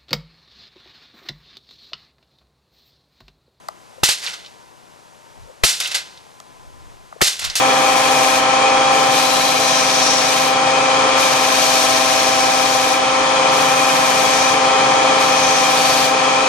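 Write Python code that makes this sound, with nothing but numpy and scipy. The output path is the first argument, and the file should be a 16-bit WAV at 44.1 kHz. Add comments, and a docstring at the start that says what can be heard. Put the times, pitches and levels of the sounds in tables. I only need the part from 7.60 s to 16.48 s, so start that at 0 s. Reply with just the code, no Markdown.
"""A geared shoe-finishing machine is running in a small basement workshop, a shoe already on its wheel.
The leather hisses over whining gears, teeth chattering in the iron housing and two humming shafts.
At 0.8 s the shoe lifts: the wheel swishes by itself, the speed recovers and the rattle opens up.
From 1.3 s the shoe comes back again and again, singing briefly where it grips; under each press the
motor sags a little and the gears run tighter. At 8.5 s it lifts for the last time and the machine runs on."""
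import sys
import numpy as np
from scipy import signal
from scipy.fft import rfft, irfft
from scipy.io import wavfile

SR = 44100
rng = np.random.default_rng(int(sys.argv[2]) if len(sys.argv) > 2 else 0)


def output_pcm(signal):
    """Save a mono or channel-first signal as 16-bit PCM at the path in sys.argv[1].

    Samples are clipped to [-1, 1] before scaling.
    """
    pcm = np.clip(np.atleast_2d(signal).T, -1, 1) * 32767
    wavfile.write(sys.argv[1], SR, np.round(pcm).astype(np.int16))


N = 391608
TIME = np.arange(N) / SR
BINS = np.fft.rfftfreq(N, 1 / SR)
FREE_HZ = 26.36  # spindle turns per second with no load
SPINDLE_TEETH, COUNTER_TEETH = 10, 14
GEAR_RATIO = SPINDLE_TEETH / COUNTER_TEETH
SIDES = np.array([[.5], [-.5]])  # splits a left-right offset between the channels

# stereo phase: f/Hz, lead of the left channel/rad
LEFT_LEAD = [(100, 0), (520, -.35), (660, -.7), (790, 1), (920, -1), (1030, .8), (1200, .5), (1310, -.7),
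             (1600, .4), (2400, .5), (6000, 1.2)]
# the shoe on the wheel: touch t/s, hardest t/s, lift t/s, relative level/dB at each of the three,
# then its colour: low rasp/dB, high rasp/dB, fine fizz/dB
PRESSES = [(-.1, .73, .81, -9, -1.5, -3, -1.5, -.5, 3.7), (1.3, 1.35, 1.52, -8, -6.3, -7.5, -.5, .5, 1),
           (1.5, 2.4, 2.91, -2.5, -2.3, -4.8, 1.3, .3, 5.3),
           (3.56, 4.2, 5.37, -3, -1.2, -4.8, .7, 1.3, 4.7), (5.9, 6.55, 6.95, -6.3, -4, -4, -1, 1, 4.7),
           (7.57, 8.27, 8.5, -7.5, -3, -4.2, 1.3, .5, 5.3)]


def amp(db):
    """Decibels to gain."""
    return 10 ** (np.asarray(db) / 20)


def spectrum(points, hz):
    """Joins (f/Hz, value) points on a log-frequency axis."""
    f, value = np.transpose(points)
    return np.interp(np.log(hz + 1), np.log(f + 1), value)


def automation(points):
    """Joins (t/s, value) points over the whole scene."""
    return np.interp(TIME, *np.transpose(points))


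def bump(offset, width):
    """A bell of height 1 and the given width at half height."""
    return .5 ** ((2 * offset / width) ** 2)


def drift(rate_hz):
    """Slow random modulation of unit size, up to about rate_hz."""
    hz = np.fft.rfftfreq(4096, TIME[-1] / 4096)
    slow = irfft(rfft(rng.standard_normal(4096)) / (1 + (hz / rate_hz) ** 4))
    return np.interp(TIME, np.linspace(0, TIME[-1], 4096), slow / slow.std())


def ripple(width_hz):
    """The room's irregular comb of peaks and dips over frequency, of about unit size."""
    return np.interp(BINS / width_hz, np.arange(4096), rng.standard_normal(4096))


def tone(cycles, hz, level_db, waver, side_db=0, scatter_rad=0):
    """One stereo partial; each side wavers on its own, and reflections scatter the phase between them."""
    wavering = np.array([drift(9.1) + 1j * drift(3.1), drift(3.8) + 1j * drift(4.3)])
    partial = amp(level_db) * (1 + waver * wavering) * np.exp(2j * np.pi * cycles)
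    lead = spectrum(LEFT_LEAD, hz) + scatter_rad * rng.choice([-1, 1])
    pan = amp(SIDES * side_db) * np.exp(1j * SIDES * lead)
    return 2 * (partial * pan / np.linalg.norm(pan)).real


def noise(envelope, density_db, ripple_db, ripple_hz, side_db=0):
    """Stereo noise under an envelope of normalised power, coloured by its source and the room."""
    # how alike the two sides are: f/Hz, coherence 0-1
    coherence = [(30, .6), (125, .88), (250, .82), (500, .6), (1000, .35), (1350, .35), (1750, .08),
                 (2400, .5), (4000, .3), (8000, .2), (14000, .15)]
    # stereo balance: f/Hz, left over right/dB
    balance = [(60, 0), (250, -.4), (500, .5), (1000, 2), (2000, 3.2), (4000, 3.6), (8000, 4.6), (13000, 7)]
    common, separate = rfft(rng.standard_normal((2, N)) * envelope / np.sqrt(np.mean(envelope ** 2)))
    alike = spectrum(coherence, BINS)
    lead = spectrum(LEFT_LEAD, BINS) + (1 - alike) * ripple(ripple_hz)  # reflections scatter the phase
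    right = (alike * common + np.sqrt(1 - alike ** 2) * separate) * np.exp(-1j * lead)
    room = ripple(ripple_hz) + (1 - alike) * np.array([ripple(ripple_hz), ripple(ripple_hz)])
    pan_db = SIDES * (spectrum(balance, BINS) + side_db)
    colour = amp(density_db + ripple_db * room + pan_db)
    return irfft(np.array([common, right]) * colour * np.sqrt(SR / (1 + alike)), N)


def pressure(press, t, landing_s=.039, leaving_s=.088):
    """One press: the leather lands, is leaned on harder, eased off and lifted."""
    touch, hardest, lift, *levels_db = press[:6]
    contact = np.clip((t - touch) / landing_s, 0, 1) * np.clip((lift - t) / leaving_s + .5, 0, 1)
    return contact * amp(np.interp(t, [touch, hardest, lift], levels_db))


def motor_load(inertia_s=.125, full_press_db=-.6):
    """Drag on the motor, 0 to 1: it follows the pressure, delayed by the inertia of the wheels."""
    force = sum(pressure(press, TIME) for press in PRESSES) / amp(full_press_db)
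    pole = np.exp(-1 / (inertia_s * SR))
    return np.clip(signal.lfilter([1 - pole], [1, -pole], force, zi=[force[0]])[0], 0, 1)


def cabinet_rumble(load, swell_db=3, damping_db=8):
    """The cabinet shakes unevenly; the shoe steadies the shaft."""
    # low rumble: f/Hz, noise density/dB
    low_end = [(15, -82), (40, -86), (75, -76), (130, -79), (400, -105), (2000, -140)]
    shaking = amp(swell_db * drift(6) - damping_db * load)
    return noise(shaking, spectrum(low_end, BINS), ripple_db=6, ripple_hz=10.1, side_db=1)


def steady_hum():
    """Faint steady hums and tones of the machine that do not follow the shafts."""
    # steady tones: f/Hz, level/dB
    tones = [(45, -57), (97, -53), (157, -50), (304, -46), (752, -42), (761, -39), (799, -42), (964, -43),
             (1043, -39)]
    return sum(tone(hz * TIME + rng.random(), hz, db, waver=.3, scatter_rad=.3) for hz, db in tones)


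def shaft_buzz(turns, load):
    """Uneven teeth repeat once a turn, giving each shaft a comb of partials; load shifts their balance."""
    # each shaft: multiple of its speed, relative level/dB, change at full load/dB, left over right/dB
    spindle = [(2, -60, 1, -2), (5, -52, -2, 1), (6, -47, 1, 1), (11, -48, 3, 1), (14, -45, -8, 0),
               (15, -41, -5, -2), (16, -40, -12, 2), (17, -41, -8, -4), (19, -40, 2, 1), (21, -43, 2, -3),
               (28, -36, -7, 4), (29, -44, 9, 3), (31, -39, 1, 5), (33, -47, -1, 7), (35, -30, -4, 3),
               (40, -41, 12, 6), (45, -46, 8, 2), (50, -32, -4, 2), (55, -39, -6, -10), (60, -49, 12, 13),
               (65, -49, 12, 3), (70, -46, 5, -4), (75, -44, -3, 7), (85, -47, 3, 4), (90, -38, -1, 4),
               (95, -37, -7, 7)]
    countershaft = [(11, -48, -1, 4), (17, -41, -4, -2), (27, -39, -3, 3), (29, -38, 0, -1),
                    (31, -49, 3, -3), (34, -32, -5, 1), (36, -40, -6, 0), (41, -30, -6, 6),
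                    (43, -29, -2, 7), (45, -38, -6, 10), (48, -33, -6, 8), (53, -42, 5, -2),
                    (55, -27, -5, 5), (57, -31, -4, 14), (62, -34, -11, -5), (64, -29, -5, -3),
                    (69, -42, 6, -2), (71, -33, -8, -5), (83, -41, -6, 9), (85, -42, 4, 4),
                    (90, -39, -3, 7), (92, -42, 0, 0), (97, -45, 2, 0), (113, -44, 0, 4), (118, -42, -2, 2),
                    (120, -41, -1, 3), (121, -41, -1, 4), (128, -37, -1, 7), (132, -43, 2, 4),
                    (134, -48, 12, 8)]
    buzz = np.zeros((2, N))
    for partials, ratio, gain_db, waver in [(spindle, 1, -1, .21), (countershaft, GEAR_RATIO, .3, .14)]:
        for multiple, db, load_db, side_db in partials:
            cycles = multiple * ratio * turns + rng.random()
            hz = multiple * ratio * FREE_HZ
            partial = tone(cycles, hz, gain_db + db, waver, side_db, scatter_rad=.88)
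            buzz += partial * (1 - load + load * amp(load_db))
    return buzz


def gear_chatter(turns, load, tooth_depth=.14, pair_depth=.19, wobble=.099):
    """Teeth knock, every second one harder, and ring the housing over the rush of wheel and bearings."""
    # running noise: f/Hz, relative density/dB
    running = [(20, -90), (50, -80), (105, -67), (130, -58.5), (230, -64), (280, -61), (600, -58.5),
               (800, -55.5), (1280, -56), (1420, -61), (3600, -64), (6400, -67), (7400, -73),
               (10000, -79.5), (11500, -92), (14500, -143)]
    # resonances of the iron housing: f/Hz, width/Hz, boost/dB
    modes = [(298, 42, 7), (440.6, 25, 8.5), (506, 26, 9.5), (658, 20, 4), (775, 31, 5.5), (998, 27, 7.5),
             (1314, 45, 5.5), (1790, 110, 4), (1836, 23, 7), (2227, 200, 6), (2392, 84, 14),
             (2488, 29, 14.5), (2573, 40, 11.5), (3030, 115, 6), (3190, 215, 8), (3335, 34, 12),
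             (6470, 240, 3)]
    teeth = turns * SPINDLE_TEETH
    knocks = np.exp(tooth_depth * np.cos(2 * np.pi * teeth) + pair_depth * np.cos(np.pi * teeth))
    knocks *= 1 + wobble * np.cos(2 * np.pi * turns * GEAR_RATIO)  # the larger gear is out of round
    boost = sum((amp(db) ** 2 - 1) / (1 + (2 * (BINS - hz) / width) ** 2) ** 2.3
                for hz, width, db in modes)
    running_db = spectrum(running, BINS)
    ringing_db = running_db + 10 * np.log10(np.maximum(boost, 1e-4))
    ringing = noise(knocks, ringing_db, ripple_db=2, ripple_hz=14, side_db=-1)
    rush = noise(knocks ** .06, running_db, ripple_db=2.5, ripple_hz=21.8)
    # loaded teeth stay in contact and rattle less
    return ringing * amp(.5 - 2 * load) + rush * amp(.33 - 1.6 * load)


def gear_whine(turns, load, play_db, play_share=.64):
    """Meshing teeth sing at multiples of their rate; the lower partials follow load and play."""
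    # multiple of the tooth rate, level/dB, change at full load/dB, exponent of the load;
    # every second tooth knocks harder, hence the multiple of 2.5
    lower_partials = [(1, -33.3, .7, 1), (2, -23.3, -5.8, .85), (2.5, -36, 11.5, 2.5)]
    # the loudest whine, at three times the tooth rate, swells and fades on its own: t/s, level/dB
    third_partial = [(0, -18.5), (.75, -22.5), (1.3, -18), (1.85, -24.5), (2.6, -27.5), (3.05, -19),
                     (3.5, -26), (4.55, -24), (5.05, -19.5), (5.65, -26.5), (6.1, -22.5), (6.7, -23),
                     (7.15, -21), (8.88, -23.5)]
    levels = [(k, db + load_db * load ** exponent + play_share * play_db)
              for k, db, load_db, exponent in lower_partials]
    levels.append((3, automation(third_partial)))
    teeth, tooth_hz = turns * SPINDLE_TEETH, FREE_HZ * SPINDLE_TEETH
    return sum(tone(k * teeth, k * tooth_hz, db, waver=.1) for k, db in levels)


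def leather_hiss(turns, rim_db=.73, grit_db=.5, flutter_db=.62, hand_db=.5, swish_db=-12):
    """Leather scrapes on the wheel's uneven rim, turn by turn; the shoe's angle colours the hiss."""
    # hiss of leather: f/Hz, relative density/dB
    hiss_colour = [(500, -76), (1500, -67), (2800, -57.5), (3500, -60), (4050, -55.5), (4900, -60.5),
                   (5900, -57.5), (6600, -60), (7300, -62.5), (9600, -67), (11000, -74), (12000, -77.5),
                   (13300, -76), (14600, -94)]
    # bands of the low rasp, the high rasp and the fine fizz: f/Hz, width/Hz
    rasp_bands = [(4200, 3100), (5800, 2100), (12800, 5400)]
    # the leather sings briefly where it grips: middle t/s, length/s, f/Hz, width/Hz, boost/dB, grip 0-1
    squeals = [(1.85, .6, 3990, 130, 7, 0), (2.17, .25, 6100, 200, 4, .6), (2.5, .28, 5560, 450, 4.5, .9),
               (4.3, .25, 9000, 200, 5, 0), (4.75, .45, 5460, 150, 6, .3), (6.83, .22, 3850, 200, 4, .7),
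               (7.87, .3, 6200, 170, 9, .8), (8.33, .26, 4520, 200, 6.5, 0)]
    rim = sum(np.cos(2 * np.pi * (k * turns + rng.random())) / np.sqrt(k) for k in range(1, 7))
    grain_db = rim_db * rim + grit_db * rng.standard_normal(N)
    sway_db = flutter_db * drift(26) + hand_db * drift(3.3)
    hiss = noise(amp(grain_db + sway_db), spectrum(hiss_colour, BINS), ripple_db=2.5, ripple_hz=26.28)
    hz, t, frames = signal.stft(hiss, SR, nperseg=1024)
    bands = np.transpose([np.exp(-((hz - centre) / width * 1.9) ** 4) for centre, width in rasp_bands])
    scrape = sum(np.outer(amp(bands @ press[6:]), pressure(press, t)) for press in PRESSES)
    grip_db = bands @ (0, 4.5, -8.5)  # gripping leather rasps more and fizzes less
    squeal_db = sum(np.outer(db * bump(hz - centre, width) + grip * grip_db, bump(t - middle, length))
                    for middle, length, centre, width, db, grip in squeals)
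    swish = amp(swish_db + bands @ (3, -1.5, -11))  # the wheel by itself sounds duller
    gain = np.maximum(scrape * amp(squeal_db), swish[:, None])
    return signal.istft(frames * gain, SR, nperseg=1024)[1][:, :N]


def scene(sag_hz=.27):
    """One speed drives both shafts; it sags as the shoe is pressed."""
    # the play between the teeth changes: t/s, extra buzz and rattle/dB
    tooth_play = [(0, 1.8), (1.3, 0.9), (1.8, -0.5), (3.1, 0.05), (3.55, 1.2), (4.4, 0.5), (5.35, -0.45),
                  (5.95, 1.2), (7.35, 1.4), (8.88, 0.4)]
    play_db = automation(tooth_play)
    load = motor_load()
    turns = np.cumsum(FREE_HZ - sag_hz * load) / SR
    tones = gear_whine(turns, load, play_db) + steady_hum()
    rattle = shaft_buzz(turns, load) + gear_chatter(turns, load)
    return tones + rattle * amp(play_db) + cabinet_rumble(load) + leather_hiss(turns)


def record(dry, knee=.6, headroom=.3, cutoff_hz=14700):
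    """Soft-clips the tallest peaks, then cuts the top of the treble."""
    straight = np.clip(dry, -knee, knee)
    rounded = straight + headroom * np.tanh((dry - straight) / headroom)
    lowpass = signal.firwin(511, cutoff_hz, window=("kaiser", 9), fs=SR)
    return signal.oaconvolve(rounded, lowpass[None], "same")


dry = scene()
out = record(dry)
output_pcm(out)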